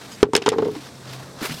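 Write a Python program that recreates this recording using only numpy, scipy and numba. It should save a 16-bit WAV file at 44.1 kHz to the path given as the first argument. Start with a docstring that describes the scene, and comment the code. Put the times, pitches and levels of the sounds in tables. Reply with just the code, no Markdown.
"""A broken plastic piece is dropped on a ribbed plastic car boot floor, bounces and rocks to rest.
Each contact excites damped modes of the hollow floor panel; rattling noise bursts and modes clack the piece.
Finger friction whispers at resonances before the fall, and a sleeve rustles as level-shaped noise.
A far motor hums as a gliding sine over outdoor air of flickering noise bands.
Gain control at the close microphone ducks the background after loud hits; strong peaks are clipped."""
import sys
import numpy as np
from scipy import signal
from scipy.io import wavfile
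from scipy.ndimage import uniform_filter1d
from numba import njit

SR = 44100
rng = np.random.default_rng(int(sys.argv[2]) if len(sys.argv) > 2 else 0)


def convert_level_to_amplitude(level_db):
    """Map a level in decibels to its linear amplitude factor."""
    exponent = np.asarray(level_db, float) / 20
    return 10 ** exponent


def materialize(psi):
    """Save the field psi as 16-bit PCM at rate SR to the path in sys.argv[1].

    A 1-D psi becomes a single channel; in a 2-D psi each row is a channel.
    """
    bounded = np.clip(np.atleast_2d(psi).T, -1, 1)
    quanta = np.round(bounded * 32767).astype(np.int16)
    wavfile.write(sys.argv[1], SR, quanta)


N = 70560  # samples, 1.6 s

# contacts on the floor panel; the piece lying on it shifts and damps the ring:
# (time [s], level [dB], main pitch [Hz], main t60 [s], low modes [dB], upper body [dB])
PANEL_CONTACTS = [(0.2293, 15, 414.5, 0.038, -8, -13.5), (0.254, -17, 414, 0.048, 9.5, -30),
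                  (0.266, -10.5, 420, 0.095, -15, -24), (0.2875, -18, 434, 0.14, 5, -28),
                  (0.3342, -5.5, 407, 0.051, 0.5, -4.5), (0.353, 4.5, 416, 0.027, -33, -9.5),
                  (0.363, -4, 435.6, 0.051, -33, -16), (0.375, -10, 460, 0.065, 3.5, -13),
                  (0.398, -25, 394, 0.28, -10, -11), (0.418, -18.5, 420, 0.039, 0, -3),
                  (0.462, -10, 417, 0.065, -23, 1), (0.469, -10, 390, 0.041, -43, -7),
                  (0.479, 2, 444, 0.06, -1, -7), (0.518, -5, 445.7, 0.089, -6, -15),
                  (0.53, -6, 431, 0.041, -15, -4), (0.539, -13, 391, 0.062, -3, -35),
                  (0.56, -19, 450, 0.22, 9.5, -19), (0.5846, -4, 442, 0.043, -25, -6.5),
                  (0.596, -18, 460, 0.23, 12, -14), (0.603, -24, 430, 0.029, -19, -6),
                  (0.623, -4, 424.5, 0.078, -2.5, -9), (0.654, -13.5, 480, 0.083, 4, -7),
                  (0.668, -14.5, 422.6, 0.12, -24, -18), (0.683, -10.5, 424, 0.052, -4.5, -13),
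                  (0.708, -29.5, 422, 0.094, 11, -12), (.728, -30.5, 420.5, 0.063, 10.5, -13),
                  (0.75, -38, 438, 0.059, -9, 5)]
# modes of the floor panel: (frequency [Hz], level [dB], t60 [s]);
# each contact scales the pitch and decay of the main group from MAIN_HZ and MAIN_T60_S
LOW_MODES = [(119, -12, 0.112), (169.7, -4, 0.071), (236, -13, 0.072), (257.6, -6, 0.078), (300, 4, 0.047)]
MAIN_MODES = [(364.5, 5, 0.026), (401.6, -3, 0.054), (433.7, 6.5, 0.089), (451, -15, 0.041)]
UPPER_MODES = [(640, 0.5, 0.013), (823, -7, 0.07), (942, 4, 0.027), (980, -9, 0.013), (1172, -8.5, 0.065),
               (1310, -31, 0.0083), (1570, -6, 0.0096), (1730, -2, 0.025)]
# first a low push that comes with the overloaded first hit, then thuds of the piece settling, then a hand:
# (time [s], level [dB], frequency [Hz], t60 [s])
PUSH_AND_THUDS = [(0.2299, 6.5, 58.5, 0.034), (.763, -21, 300, 0.1), (1.416, -15, 300, 0.018),
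                  (1.425, -16.5, 270, 0.042), (1.448, -25, 419.5, 0.065), (1.495, -25, 237, 0.053),
                  (1.506, -24, 156, 0.14), (1.516, -28, 253, 0.076), (1.545, -30, 150, 0.071)]
# clacks of the loose piece: (time [s], level [dB], treble rattle change [dB], rattle t60 [s])
PIECE_CLACKS = [(0.2299, 5, -26, 0.0066), (0.3335, -14, 10.5, 0.065), (0.3515, 7.5, 6.5, 0.025),
                (0.3636, -1.5, 14.5, 0.046), (0.3762, -4, -25, 0.019), (0.42, -18.5, -28, 0.1),
                (0.4354, -48, -10, 0.079), (0.461, -11.5, -14, 0.071), (0.4635, -18.5, -18, 0.039),
                (0.4695, -19.5, -28, 0.071), (0.479, -15.5, -16, 0.036), (0.489, -0.5, 13, 0.022),
                (0.5, -15, -24, 0.0095), (0.5181, -18.5, -28, 0.048), (0.527, -22, -50, 0.056),
                (0.538, -37, -19, 0.032), (0.5835, -23, -32, 0.11), (0.5954, -43, -29, 0.27),
                (0.621, -28, -14, 0.12), (0.647, -27, -30, 0.11), (0.703, -37, -23, 0.041),
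                (0.7508, -32.5, 6.5, 0.09), (0.954, -42.5, 0, .03)]
# modes of the piece: (frequency [Hz], level [dB], t60 [s])
PIECE_MODES = [(2084, -5, 0.033), (3100, 15, 0.012), (3230, 9, .018), (3653, 12.5, 0.011),
               (4446, 6.5, 0.017), (5330, 11.5, 0.027), (5870, -2.5, 0.031), (6930, 14, 0.0076),
               (7520, 6, 0.0057)]
# resonances of the slipping piece: (frequency [Hz], width [Hz], level [dB])
SLIP_RESONANCES = [(3070, 290, 2.5), (4850, 590, 6.5), (6630, 320, 6), (5650, 220, -9), (7660, 640, 0),
                   (10800, 3600, -7)]
# rustle of cloth and shifting: (time [s], then level [dB] in each of the four CLOTH_BANDS)
RUSTLE_LEVELS = [(0, -46, -51, -48, -59), (.13, -49.5, -51, -51, -55), (.2, -54, -49, -55, -64),
                 (.56, -34.5, -52, -45, -54), (.7, -46, -43.5, -42, -49.5), (.76, -42, -52, -47, -54),
                 (.8, -54, -49.5, -51, -61), (0.852, -42.5, -50, -44.5, -54),
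                 (0.93, -58.5, -56.5, -63, -76), (1.04, -50, -57, -56, -70), (1.09, -42.5, -50, -43, -57),
                 (1.14, -45, -48, -44.5, -52), (1.22, -45, -60, -53.5, -59), (1.36, -47.5, -77, -61, -70),
                 (1.407, -41.5, -50, -43.5, -56), (1.431, -32, -34.5, -35, -39),
                 (1.462, -34, -32, -34.5, -36.5), (1.481, -36, -47, -40, -42),
                 (1.504, -44, -32.5, -35, -42.5), (1.55, -44, -56, -41.5, -46), (1.6, -45, -51, -41, -47)]
# bands of the rustle: (low edge [Hz], high edge [Hz])
CLOTH_BANDS = [(280, 1500), (1200, 2700), (2500, 5600), (5200, 14000)]
# course of the far motor: (time [s], frequency [Hz], level [dB])
MOTOR_HUM = [(0, 129, -55), (.2, 123.4, -54.5), (.92, 131.5, -47.5), (1.031, 130, -45.5),
             (1.15, 128.7, -40.5), (1.25, 134.8, -44.5), (1.4, 134.1, -50), (1.6, 130.4, -52)]
# relative spectral density of the outdoor air: (frequency [Hz], density [dB per Hz])
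AIR_SPECTRUM = [(25, -51), (70, 2.5), (134, 4.5), (236, 6), (320, 1), (500, -1), (900, -5), (1550, -25),
                (2200, -40), (3800, -11), (8000, -16.5), (16000, -35)]

# panel
MAIN_HZ, MAIN_T60_S = 435, 0.07
RISE_S, RISE_GROWTH = 0.00092, 0.0011  # rise time constant, and its growth in s per s
SOFTEN_DB_PER_S, SOFT_HZ = 40.5, 836  # dB per octave above SOFT_HZ lost each second
CLATTER_DB, CLATTER_T60_S, PANEL_CUT_HZ = 1.5, 0.057, 81.6
STRIKE_SCATTER_DB, UPPER_SCATTER_DB, PIECE_SCATTER_DB = 1.5, 2.5, 3.5
PITCH_SCATTER = 0.012  # relative
# piece
CLACK_RISE_S, CLACK_TAIL_DB, CLACK_TAIL_T60_S = 0.0004, -13, 0.085
RING_DB, RATTLE_DB, RATTLE_TOP_DB, GRIT_DB = -17, -5.5, -15.5, 3
SLIP_S, SLIP_END_S, SLIP_DB = 0.11, 0.164, -51
# background
GRAINS_PER_S, GRAIN_SPREAD_DB, FLUTTER_DB = 250, 1.5, 2
AIR_DB = -43
# microphone
AGC_TOP_DB, AGC_SHARE, AGC_ATTACK_S, AGC_RELEASE_S = -22.5, 0.65, 0.0055, 0.045
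CLIP, TOP_HZ = 0.92, 16300


def noise():
    """White noise: independent Gaussian samples."""
    return rng.standard_normal(N)


def band(x, lo_hz, hi_hz):
    """Band-pass filtering, normalised to unit standard deviation."""
    sos = signal.butter(2, [lo_hz, min(hi_hz, 0.45 * SR)], "bandpass", fs=SR, output="sos")
    y = signal.sosfilt(sos, x)
    return y / y.std()


def walk(rate):
    """Random fluctuation: values drawn at a rate [Hz], smoothed, with unit standard deviation."""
    k = int(SR / rate)
    held = np.repeat(rng.standard_normal(N // k + 1), k)
    y = uniform_filter1d(uniform_filter1d(held, k), k)[:N]
    return y / y.std()


def fade(t, t60):
    """Exponential damping: a fall of 60 dB in t60, held to at least 3 ms."""
    return np.exp(-np.log(1000) * t / max(t60, 0.003))


def rise(t, seconds):
    """Finite contact time: an exponential approach to 1."""
    return 1 - np.exp(-t / seconds)


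def ring(t, modes, chance, scatter_db, pitch=1, damp=1):
    """Modal superposition: damped sines, with new strengths and slight detuning for each blow."""
    total = 0
    for (hz, db, t60), strength, detune in zip(modes, chance[0], chance[1]):
        mode_hz = hz * pitch * (1 + PITCH_SCATTER * detune)
        level = convert_level_to_amplitude(db + scatter_db * strength)
        total = total + level * fade(t, t60 * damp) * np.sin(2 * np.pi * mode_hz * t)
    return total


def add(out, at, x):
    """Superposition: mix a sound in at a time."""
    i = int(at * SR)
    out[i:i + len(x)] += x[:N - i]


def knocks():
    """Impact excitation of panel modes, softer and duller with time; dense upper modes blur to clatter."""
    out, t = np.zeros(N), np.arange(SR // 5) / SR
    chance = rng.standard_normal((len(PANEL_CONTACTS), 3, 2, 8))
    dull, bright = band(noise(), 680, 993), band(noise(), 846, 1520)
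    for (at, db, hz, t60, low_db, up_db), c in zip(PANEL_CONTACTS, chance):
        age, i = at - PANEL_CONTACTS[0][0], int(at * SR)
        push = rise(t, RISE_S + RISE_GROWTH * age)
        tilt_db = -SOFTEN_DB_PER_S * age  # per octave
        main = ring(t, MAIN_MODES, c[0], STRIKE_SCATTER_DB, hz / MAIN_HZ, t60 / MAIN_T60_S)
        low = convert_level_to_amplitude(low_db) * ring(t, LOW_MODES, c[1], STRIKE_SCATTER_DB)
        softened = [(f, d + tilt_db * max(np.log2(f / SOFT_HZ), 0), s) for f, d, s in UPPER_MODES]
        upper = rise(t, 0.00028) * ring(t, softened, c[2], UPPER_SCATTER_DB)
        blur = (dull + convert_level_to_amplitude(tilt_db / 2) * bright)[i:i + len(t)]
        clatter = convert_level_to_amplitude(CLATTER_DB) * push * fade(t, CLATTER_T60_S) * blur
        add(out, at, -convert_level_to_amplitude(db) * (push ** 2 * (main + low) + convert_level_to_amplitude(up_db) * (clatter + upper)))
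    return signal.sosfilt(signal.butter(4, PANEL_CUT_HZ, "highpass", fs=SR, output="sos"), out)


def push_and_thuds():
    """Single-mode response: the low push and each thud are one damped sine with a short rise."""
    out, t = np.zeros(N), np.arange(SR // 5) / SR
    for at, db, hz, t60 in PUSH_AND_THUDS:
        add(out, at, convert_level_to_amplitude(db) * fade(t, t60) * rise(t, 0.00077) * np.sin(2 * np.pi * hz * t))
    return out


def clacks():
    """Modal ringing with rattle: gritty noise bursts, the middle band with a weaker tail."""
    out, t = np.zeros(N), np.arange(SR // 6) / SR
    chance = rng.standard_normal((len(PIECE_CLACKS), 2, 16))
    grit = convert_level_to_amplitude(GRIT_DB * walk(600))
    mid, top = band(noise(), 1110, 4030) * grit, band(noise(), 3900, 8700) * grit
    for (at, db, top_db, t60), c in zip(PIECE_CLACKS, chance):
        i = int(at * SR)
        decay = fade(t, t60) + convert_level_to_amplitude(CLACK_TAIL_DB) * fade(t, CLACK_TAIL_T60_S)
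        rattle = convert_level_to_amplitude(RATTLE_DB) * decay * mid[i:i + len(t)]
        treble = convert_level_to_amplitude(RATTLE_TOP_DB + top_db) * fade(t, 0.77 * t60) * top[i:i + len(t)]
        modes = convert_level_to_amplitude(RING_DB) * ring(t, PIECE_MODES, c, PIECE_SCATTER_DB)
        add(out, at, convert_level_to_amplitude(db) * rise(t, CLACK_RISE_S) * (rattle + treble + modes))
    return out


def slip(t):
    """Friction excitation: the piece slips off the fingers, whispering in bands at its resonances."""
    envelope = np.clip((t - SLIP_S) / 0.014, 0, 1) * np.clip((SLIP_END_S - t) / 0.024, 0, 1)
    whisper = sum(convert_level_to_amplitude(db) * band(noise(), hz - width / 2, hz + width / 2)
                  for hz, width, db in SLIP_RESONANCES)
    return convert_level_to_amplitude(SLIP_DB + 2.3 * walk(81.5)) * envelope * whisper


def rustle(t):
    """Cloth friction: noise with sparse stronger grains, in four bands with their own level curves."""
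    struck = rng.random(N) < GRAINS_PER_S / SR
    grains = struck * convert_level_to_amplitude(GRAIN_SPREAD_DB * rng.exponential(size=N)) + 5.4  # over a steady bed
    times, *levels = np.array(RUSTLE_LEVELS).T
    flutter_db = FLUTTER_DB * walk(150)
    return sum(band(grains * noise(), lo, hi) * convert_level_to_amplitude(np.interp(t, times, db) + flutter_db)
               for (lo, hi), db in zip(CLOTH_BANDS, levels))


def hum(t):
    """Phase integration: a sine of gliding frequency and wavering level for the far motor."""
    times, hz, db = np.array(MOTOR_HUM).T
    phase = 2 * np.pi * np.cumsum(np.interp(t, times, hz)) / SR
    level = convert_level_to_amplitude(np.interp(t, times, db) + 1.1 * walk(15.5)) * np.sqrt(2)  # rms to peak
    return np.sin(phase) * level


def air():
    """Spectral synthesis: outdoor noise in flickering bands spaced half an octave apart."""
    out = 0
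    hz_points, density_db = np.array(AIR_SPECTRUM).T
    for hz in 30 * 2 ** np.arange(0, 9.2, 0.5):
        db = np.interp(np.log(hz), np.log(hz_points), density_db)
        db = db + 10 * np.log10(hz) + 0.74 * walk(8.74)  # bandwidth grows with frequency
        out = out + convert_level_to_amplitude(db) * band(noise(), hz / 2 ** 0.19, hz * 2 ** 0.23)
    return out / out.std() * convert_level_to_amplitude(AIR_DB)


def scene():
    """Linear superposition of all sources at one microphone."""
    t = np.arange(N) / SR
    return (knocks() + push_and_thuds() + clacks() + slip(t) + rustle(t) + hum(t) + air())[None]


@njit
def follow(x, up, down):
    """Envelope detection: one-pole smoothing, quick up and slow down."""
    e, y = 1e-9, np.empty(len(x))
    for i in range(len(x)):
        e += (x[i] - e) * (up if x[i] > e else down)
        y[i] = e
    return y


def low_pass(x):
    """Removes everything above the highest recorded frequency."""
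    return signal.sosfilt(signal.butter(12, 16820, fs=SR, output="sos"), x)


def record(dry):
    """Dynamic compression: gain falls as the level passes a threshold; then hard clipping and treble cut."""
    level = follow(np.abs(dry[0]), 1 / (AGC_ATTACK_S * SR), 1 / (AGC_RELEASE_S * SR))
    gain = np.minimum(1, (convert_level_to_amplitude(AGC_TOP_DB) / level) ** AGC_SHARE)
    clipped = np.clip(dry * gain, -CLIP, CLIP)
    mix = signal.sosfilt(signal.butter(8, TOP_HZ, fs=SR, output="sos"), clipped)
    return low_pass(mix)


dry = scene()
out = record(dry)
materialize(out)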